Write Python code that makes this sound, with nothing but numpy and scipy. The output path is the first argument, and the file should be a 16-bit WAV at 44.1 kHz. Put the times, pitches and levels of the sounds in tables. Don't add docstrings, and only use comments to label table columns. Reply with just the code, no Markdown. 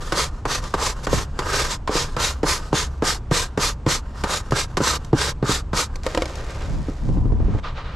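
import sys
import numpy as np
from scipy import signal
from scipy.fft import rfft, irfft, next_fast_len
from scipy.io import wavfile

SR = 44100
rng = np.random.default_rng(int(sys.argv[2]) if len(sys.argv) > 2 else 0)


def to_wav(s):
    ch = np.atleast_2d(s).T
    pcm = np.round(np.clip(ch, -1, 1) * 32767)
    wavfile.write(sys.argv[1], SR, pcm.astype(np.int16))


N = 350595
TIME_S = np.arange(N) / SR

# frequency in Hz, relative spectral density in dB.
CABIN_SPECTRUM = [(20, -2), (45, -7), (140, -16), (190, -24.5), (260, -27.5), (520, -36.5), (1050, -37),
                  (1750, -49.5), (3500, -57), (8000, -63)]
GUST_SPECTRUM = [(25, 5.5), (130, -4), (250, -13.5), (500, -30), (1000, -30.5), (1600, -64)]
RUSTLE_SPECTRUM = [(250, -16.5), (560, -10), (850, -17.5), (1200, -16), (3000, -28), (7000, -38)]
PAN_DRAG_SPECTRUM = [(450, 0), (900, -1.5), (1200, 5.5), (1500, -3), (2700, -8.5), (4000, -10.5),
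                     (7000, -28.5)]
CLACK_SPECTRUM = [(400, -2.5), (750, 4), (1100, 10), (1600, 1.5), (2300, -7), (5000, -14.5)]
BOOM_SPECTRUM = [(70, -16), (140, 4.5), (260, -5.5), (400, -8.5)]
KNOCK_SPECTRUM = [(220, -19.5), (420, -2), (560, -10), (900, -15), (1500, -46)]
BRUSH_BACK_SPECTRUM = [(130, 2.5), (270, -6), (440, 1.5), (750, -4), (930, 1), (1200, 3.5), (1700, -3.5),
                       (2300, -23.5), (2800, -12)]
BRISTLE_SPECTRUM = [(1700, -3.5), (2100, -2.5), (2850, -6.5), (3600, -2), (4700, -1), (7600, -4.5),
                    (8300, -10), (12100, -19), (14200, -31), (15500, -63.5)]
# frequency in Hz, side against mid in dB.
STEREO_WIDTH = [(60, -32.5), (380, -18.5), (1000, -13), (2380, -6.5), (6000, -12.5), (15000, -10)]
# frequency in Hz, relative level in dB, T60 in seconds.
PAN_MODES = [(326, 4.5, 0.15), (518, 19, 0.031), (680, -3, 0.15), (1290, -41, 0.056), (2230, 9, 0.021),
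             (3030, 3, 0.019)]

# start of hold in seconds, hold in seconds, level in dB.
AIR_GUSTS = [(1.15, 0.034, -23), (6.72, 0.094, -23.5), (7.08, 0.475, -19.5)]
PAN_SLIDES = [(7.645, 0.031, -31.5), (7.76, 0.055, -38), (7.86, .1, -41)]
# time in seconds, rustle in dB, crisp edge in dB.
RUB_LEVELS = [(6.04, -42, -46), (6.186, -42.5, -49.5), (6.59, -43.5, -52.5), (7.152, -57, -60),
              (7.264, -68, -68), (7.482, -49.5, -83), (7.6, -44, -72)]
# start in seconds, ring in dB.
TAPS_AND_TICKS = [(.639, -42), (4.509, -37), (5.047, -62), (5.957, -44.5), (6.034, -54), (6.065, -23),
                  (6.148, -26), (6.175, -20.5), (6.221, -22), (6.256, -36), (6.355, -46)]
# start in seconds, knock in dB.
BODY_BUMPS = [(1.128, -14.5), (1.892, -19.5), (1.952, -21.5), (4.802, -21.5), (5.491, -23.5), (6.883, -31)]
# time of top speed in seconds, length in seconds, hiss in dB.
BRUSH_DRAGS = [(0.01, 0.72, -40.5), (1.047, 0.054, -37.5), (1.224, 0.097, -38.5), (1.433, 0.25, -44),
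               (1.721, 0.14, -27.5), (4.205, 0.21, -47), (4.952, .08, -28), (5.293, 0.096, -29)]
# landing in seconds, knock in dB, clack in dB, speed-up in seconds,
# slow-down in seconds, hiss in dB, hiss on the way back in dB.
BRUSH_STROKES = [(.122, -21.5, -22, 0.072, 0.13, -23, -57.5), (.453, -23, -26, 0.086, 0.092, -25, -42),
                 (.739, -22.5, -24, 0.13, 0.093, -24.5, -50),
                 (1.068, -23.5, -25.5, 0.084, 0.14, -28.5, -60.5), (1.39, -25.5, -23, 0.2, 0.17, -23, -71),
                 (1.875, -40, -26.5, 0.11, 0.13, -23, -48), (2.165, -26.5, -26.5, 0.075, 0.14, -22, -56),
                 (2.431, -16, -27.5, 0.072, 0.14, -22.5, -47), (2.728, -16, -27.5, 0.048, 0.14, -23, -57.5),
                 (3.022, -18.5, -28.5, 0.059, 0.13, -22, -74), (3.311, -19, -26, 0.046, 0.16, -22, -62),
                 (3.575, -19.5, -25.5, 0.068, 0.12, -21, -74), (3.863, -18, -27.5, 0.054, 0.11, -22, -61),
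                 (4.237, -26, -23, 0.11, 0.097, -25.5, -55), (4.52, -20, -25.5, 0.073, .09, -23.5, -58.5),
                 (4.77, -25, -21.5, 0.12, 0.09, -22.5, -56), (5.129, -16, -32.5, 0.1, 0.12, -25, -88),
                 (5.426, -21.5, -33.5, 0.1, 0.12, -23.5, -78), (5.731, -27.5, -29, 0.057, .11, -22.5, -59)]


def from_db(db):
    return 10 ** (np.asarray(db) / 20)


def response(spectrum, size):
    hz, db = np.transpose(spectrum)
    bin_hz = np.maximum(np.arange(size // 2 + 1) * SR / size, 1)
    outside_oct = np.maximum(np.log2(hz[0] / bin_hz), 0) + np.maximum(np.log2(bin_hz / hz[-1]), 0)
    return from_db(np.interp(np.log(bin_hz), np.log(hz), db) - 36 * outside_oct)


def colour(x, spectrum):
    size = next_fast_len(x.shape[-1])
    shaped = irfft(rfft(x, size) * response(spectrum, size), size)[..., :x.shape[-1]]
    return shaped / np.sqrt(np.mean(shaped ** 2) + 1e-20)


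def drift(rate_hz, size=N):
    return colour(rng.standard_normal(size), [(1, 0), (rate_hz, 0)])


def stereo(mid, side):
    hz, db = np.transpose(STEREO_WIDTH)
    size = next_fast_len(len(side))
    share = from_db(np.interp(np.arange(size // 2 + 1) * SR / size, hz, db))
    return mid + irfft(rfft(side, size) * share, size)[:len(side)] * np.array([[1], [-1]])


def noise(spectrum, size=N):
    return stereo(*colour(rng.standard_normal((2, size)), spectrum))


def flicks(spectrum, per_s, spread_db, size=N):
    force = from_db(spread_db * np.minimum(rng.exponential(1, (2, size)), 4))
    clicks = (rng.random((2, size)) < per_s / SR) * force * rng.choice([-1, 1], (2, size))
    return stereo(*colour(clicks, spectrum))


def burst(spectrum, rise_s, t60_s):
    t = TIME_S[:SR // 8]
    return noise(spectrum, len(t)) * (1 - np.exp(-t / rise_s)) * from_db(-60 * t / t60_s)


def swells(rows, attack_s, t60_s):
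    gain = np.zeros(N)
    for start_s, hold_s, db in rows:
        ramp = np.clip(1 + (TIME_S - start_s) / attack_s, 0, 1)
        gain += ramp * from_db(db - 60 * np.maximum(TIME_S - start_s - hold_s, 0) / t60_s)
    return gain


def add(out, start_s, sound, gain_db=0):
    start = max(int(start_s * SR), 0)
    out[:, start:start + sound.shape[-1]] += from_db(gain_db) * sound[..., :N - start]


def cabin_rumble(rumble_db=-30, drone_hz=68.4, drone_db=-35.5):
    drone = colour(rng.standard_normal(N), [(drone_hz * 0.77, -20), (drone_hz, 0), (drone_hz * 1.14, -20)])
    return from_db(rumble_db) * noise(CABIN_SPECTRUM) + from_db(drone_db) * drone


def cabin_reflections(x, t60_s, level_db):
    t = TIME_S[:SR // 8]
    echoes = stereo(*rng.standard_normal((2, len(t)))) * from_db(-60 * t / t60_s) * (t > .002)
    echoes /= np.sqrt(np.sum(echoes ** 2) / 2)
    return x + from_db(level_db) * signal.fftconvolve(x, echoes, axes=1)[:, :N]


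def air_buffeting(split_hz=220):
    gust = noise(GUST_SPECTRUM) + from_db(-2) * colour(rng.standard_normal((2, N)), GUST_SPECTRUM)
    low = signal.sosfiltfilt(signal.butter(2, split_hz, fs=SR, output="sos"), gust)
    upper = (gust - low) * from_db(-2 + 2 * drift(rate_hz=39))
    return swells(AIR_GUSTS, attack_s=0.082, t60_s=0.18) * (low + upper)


def tool_shifting():
    times_s, *levels_db = np.transpose(RUB_LEVELS)
    rustle_db, edge_db = [np.interp(TIME_S, times_s, db, left=-120, right=-120) for db in levels_db]
    rustle = from_db(rustle_db + 6) * flicks(RUSTLE_SPECTRUM, per_s=3500, spread_db=2)
    edge = from_db(edge_db + 3.5) * flicks(BRISTLE_SPECTRUM, per_s=3200, spread_db=5)
    push = swells(PAN_SLIDES, attack_s=0.02, t60_s=0.23)
    pan = push * flicks(PAN_DRAG_SPECTRUM, per_s=12000, spread_db=1)
    return (rustle + edge + pan) * from_db(1.44 * drift(rate_hz=20))


def fumbles(start_s=7.088, every_s=0.078, knock_db=-34, count=7):
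    return [(start_s + k * every_s + rng.normal(0, .005), knock_db + rng.normal(0, 1.9))
            for k in range(count)]


def dustpan_taps(hard_tap_db=-17.5):
    out, t = np.zeros((2, N)), TIME_S[:SR // 8]
    hz, mode_db, t60_s = np.transpose(PAN_MODES)[:, :, None]
    for start_s, ring_db in TAPS_AND_TICKS:
        snap_db = -22 + 0.31 * (ring_db - hard_tap_db)
        strength = from_db(mode_db + rng.normal(0, 3, hz.shape)) * rng.choice([-1, 1], hz.shape)
        detune = 1 + rng.normal(0, 0.059, hz.shape)
        modes = strength * np.sin(2 * np.pi * hz * detune * t) * from_db(-60 * t / t60_s)
        add(out, start_s, modes.sum(axis=0) / np.linalg.norm(strength), ring_db + 12.5)
        add(out, start_s, burst(CLACK_SPECTRUM, rise_s=0.0001, t60_s=0.061), ring_db + 1)
        add(out, start_s, burst(BRISTLE_SPECTRUM, rise_s=0.00018, t60_s=0.024), snap_db)
    return out


def floor_wave(spectrum, delay_1khz_s):
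    size = SR // 8
    hz = np.arange(size // 2 + 1) * SR / size
    dispersion = np.exp(-4j * np.pi * delay_1khz_s * np.sqrt(1000 * hz))
    wave = irfft(response(spectrum, size) * dispersion, size)
    wave *= np.interp(TIME_S[:size], [0, .001, .06, .1], [0, 1, 1, 0])
    return wave / np.abs(wave).max()


def brush_landings(boom_db_per_s=2.5, usual_clack_db=-23):
    out = np.zeros((2, N))
    landings = [row[:3] for row in BRUSH_STROKES]
    bumps = [(start_s, db, db - 14.5) for start_s, db in BODY_BUMPS + fumbles()]
    for start_s, knock_db, clack_db in landings + bumps:
        boom_db = knock_db - 11 + boom_db_per_s * start_s
        tick_db = -26.5 + 2 * (clack_db - usual_clack_db)
        delay_1khz_s = 0.002294 * from_db(rng.normal(0, 1))
        add(out, start_s, floor_wave(BOOM_SPECTRUM, delay_1khz_s), boom_db + 9.5)
        add(out, start_s, floor_wave(KNOCK_SPECTRUM, delay_1khz_s), knock_db + 7.5)
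        add(out, start_s + 0.00461, burst(BOOM_SPECTRUM, rise_s=0.0035, t60_s=0.078), boom_db + 8.5)
        add(out, start_s + 0.00479, burst(KNOCK_SPECTRUM, rise_s=0.0034, t60_s=0.051), knock_db + 4)
        add(out, start_s, burst(CLACK_SPECTRUM, rise_s=0.00052, t60_s=0.064), clack_db + 8)
        add(out, start_s, burst(BRISTLE_SPECTRUM, rise_s=0.0001, t60_s=0.069), tick_db)
        for lag_s in rng.uniform(.015, 0.049, size=2):
            judder = burst(BRUSH_BACK_SPECTRUM, rise_s=0.0008, t60_s=0.043)
            add(out, start_s + lag_s, judder, clack_db - 0.5)
    return out


def angled(spectrum, spread_db, count=40):
    hz, db = np.transpose(spectrum)
    fine_hz = np.geomspace(hz[0], hz[-1], count)
    fine_db = np.interp(np.log(fine_hz), np.log(hz), db)
    return np.transpose([fine_hz, fine_db + spread_db * rng.standard_normal(count)])


def bristle_sweep(rise_s, fall_s, hiss_db, press_db=0, usual_hiss_db=-22, split_hz=5000):
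    t = TIME_S[:SR // 2]
    phase = np.interp(t, [0, rise_s, rise_s + fall_s], [0, np.pi / 2, np.pi])
    trail = (t > rise_s) * np.exp(-np.abs(t - rise_s) / (0.43 * fall_s))
    speed = np.maximum(np.sin(phase), trail)
    lean_db = 4.3 * np.cos(phase)
    tuft_grip_db = drift(rate_hz=35.6, size=len(t))
    tip_bite_db = 0.99 * drift(rate_hz=53, size=len(t))
    tips_per_s = 5000 + 14000 * speed ** 2
    tips = flicks(angled(BRISTLE_SPECTRUM, spread_db=1.63), tips_per_s, spread_db=2.5, size=len(t))
    rasp = flicks(angled(BRUSH_BACK_SPECTRUM, spread_db=2.5), per_s=4000, spread_db=0.5, size=len(t))
    dull = signal.sosfiltfilt(signal.butter(1, split_hz, fs=SR, output="sos"), tips)
    bright = (tips - dull) * from_db(tip_bite_db)
    hiss = (dull * speed ** 2.9 + bright * speed ** 2.66) * from_db(hiss_db - 3 + tuft_grip_db)
    rasp_db = -25.5 + 0.62 * (hiss_db - usual_hiss_db) + press_db + lean_db + 2.2 * tuft_grip_db
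    return hiss + rasp * speed ** 2 * from_db(rasp_db)


def brush_scrubbing(touch_lead_s=.014, usual_rise_s=0.058, last_period_s=0.37, overlap_s=0.061):
    out = np.zeros((2, N))
    lands_s = [row[0] for row in BRUSH_STROKES]
    periods_s = np.diff(lands_s, append=lands_s[-1] + last_period_s)
    for (land_s, _, _, rise_s, fall_s, hiss_db, back_db), period_s in zip(BRUSH_STROKES, periods_s):
        press_db = 20 * (rise_s - usual_rise_s)
        add(out, land_s - touch_lead_s, bristle_sweep(rise_s + touch_lead_s, fall_s, hiss_db, press_db))
        back_s = period_s - rise_s + overlap_s
        add(out, land_s + rise_s, bristle_sweep(back_s / 2, back_s / 2, back_db))
    for fastest_s, length_s, hiss_db in BRUSH_DRAGS:
        rise_s = min(length_s / 2, fastest_s)
        add(out, fastest_s - rise_s, bristle_sweep(rise_s, length_s / 2, hiss_db))
    return out


def scene():
    work = brush_scrubbing() + brush_landings() + dustpan_taps() + tool_shifting()
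    work = cabin_reflections(work, t60_s=0.032, level_db=-12.5)
    balance = from_db([[-.7], [-.1]])
    return work * balance + air_buffeting() + cabin_rumble()


def record(dry, cutoff_hz=15600):
    lowpass = signal.ellip(10, .1, 80, cutoff_hz, fs=SR, output="sos")
    return signal.sosfilt(lowpass, 2 * np.tanh(dry / 2))


dry = scene()
out = record(dry)
to_wav(out)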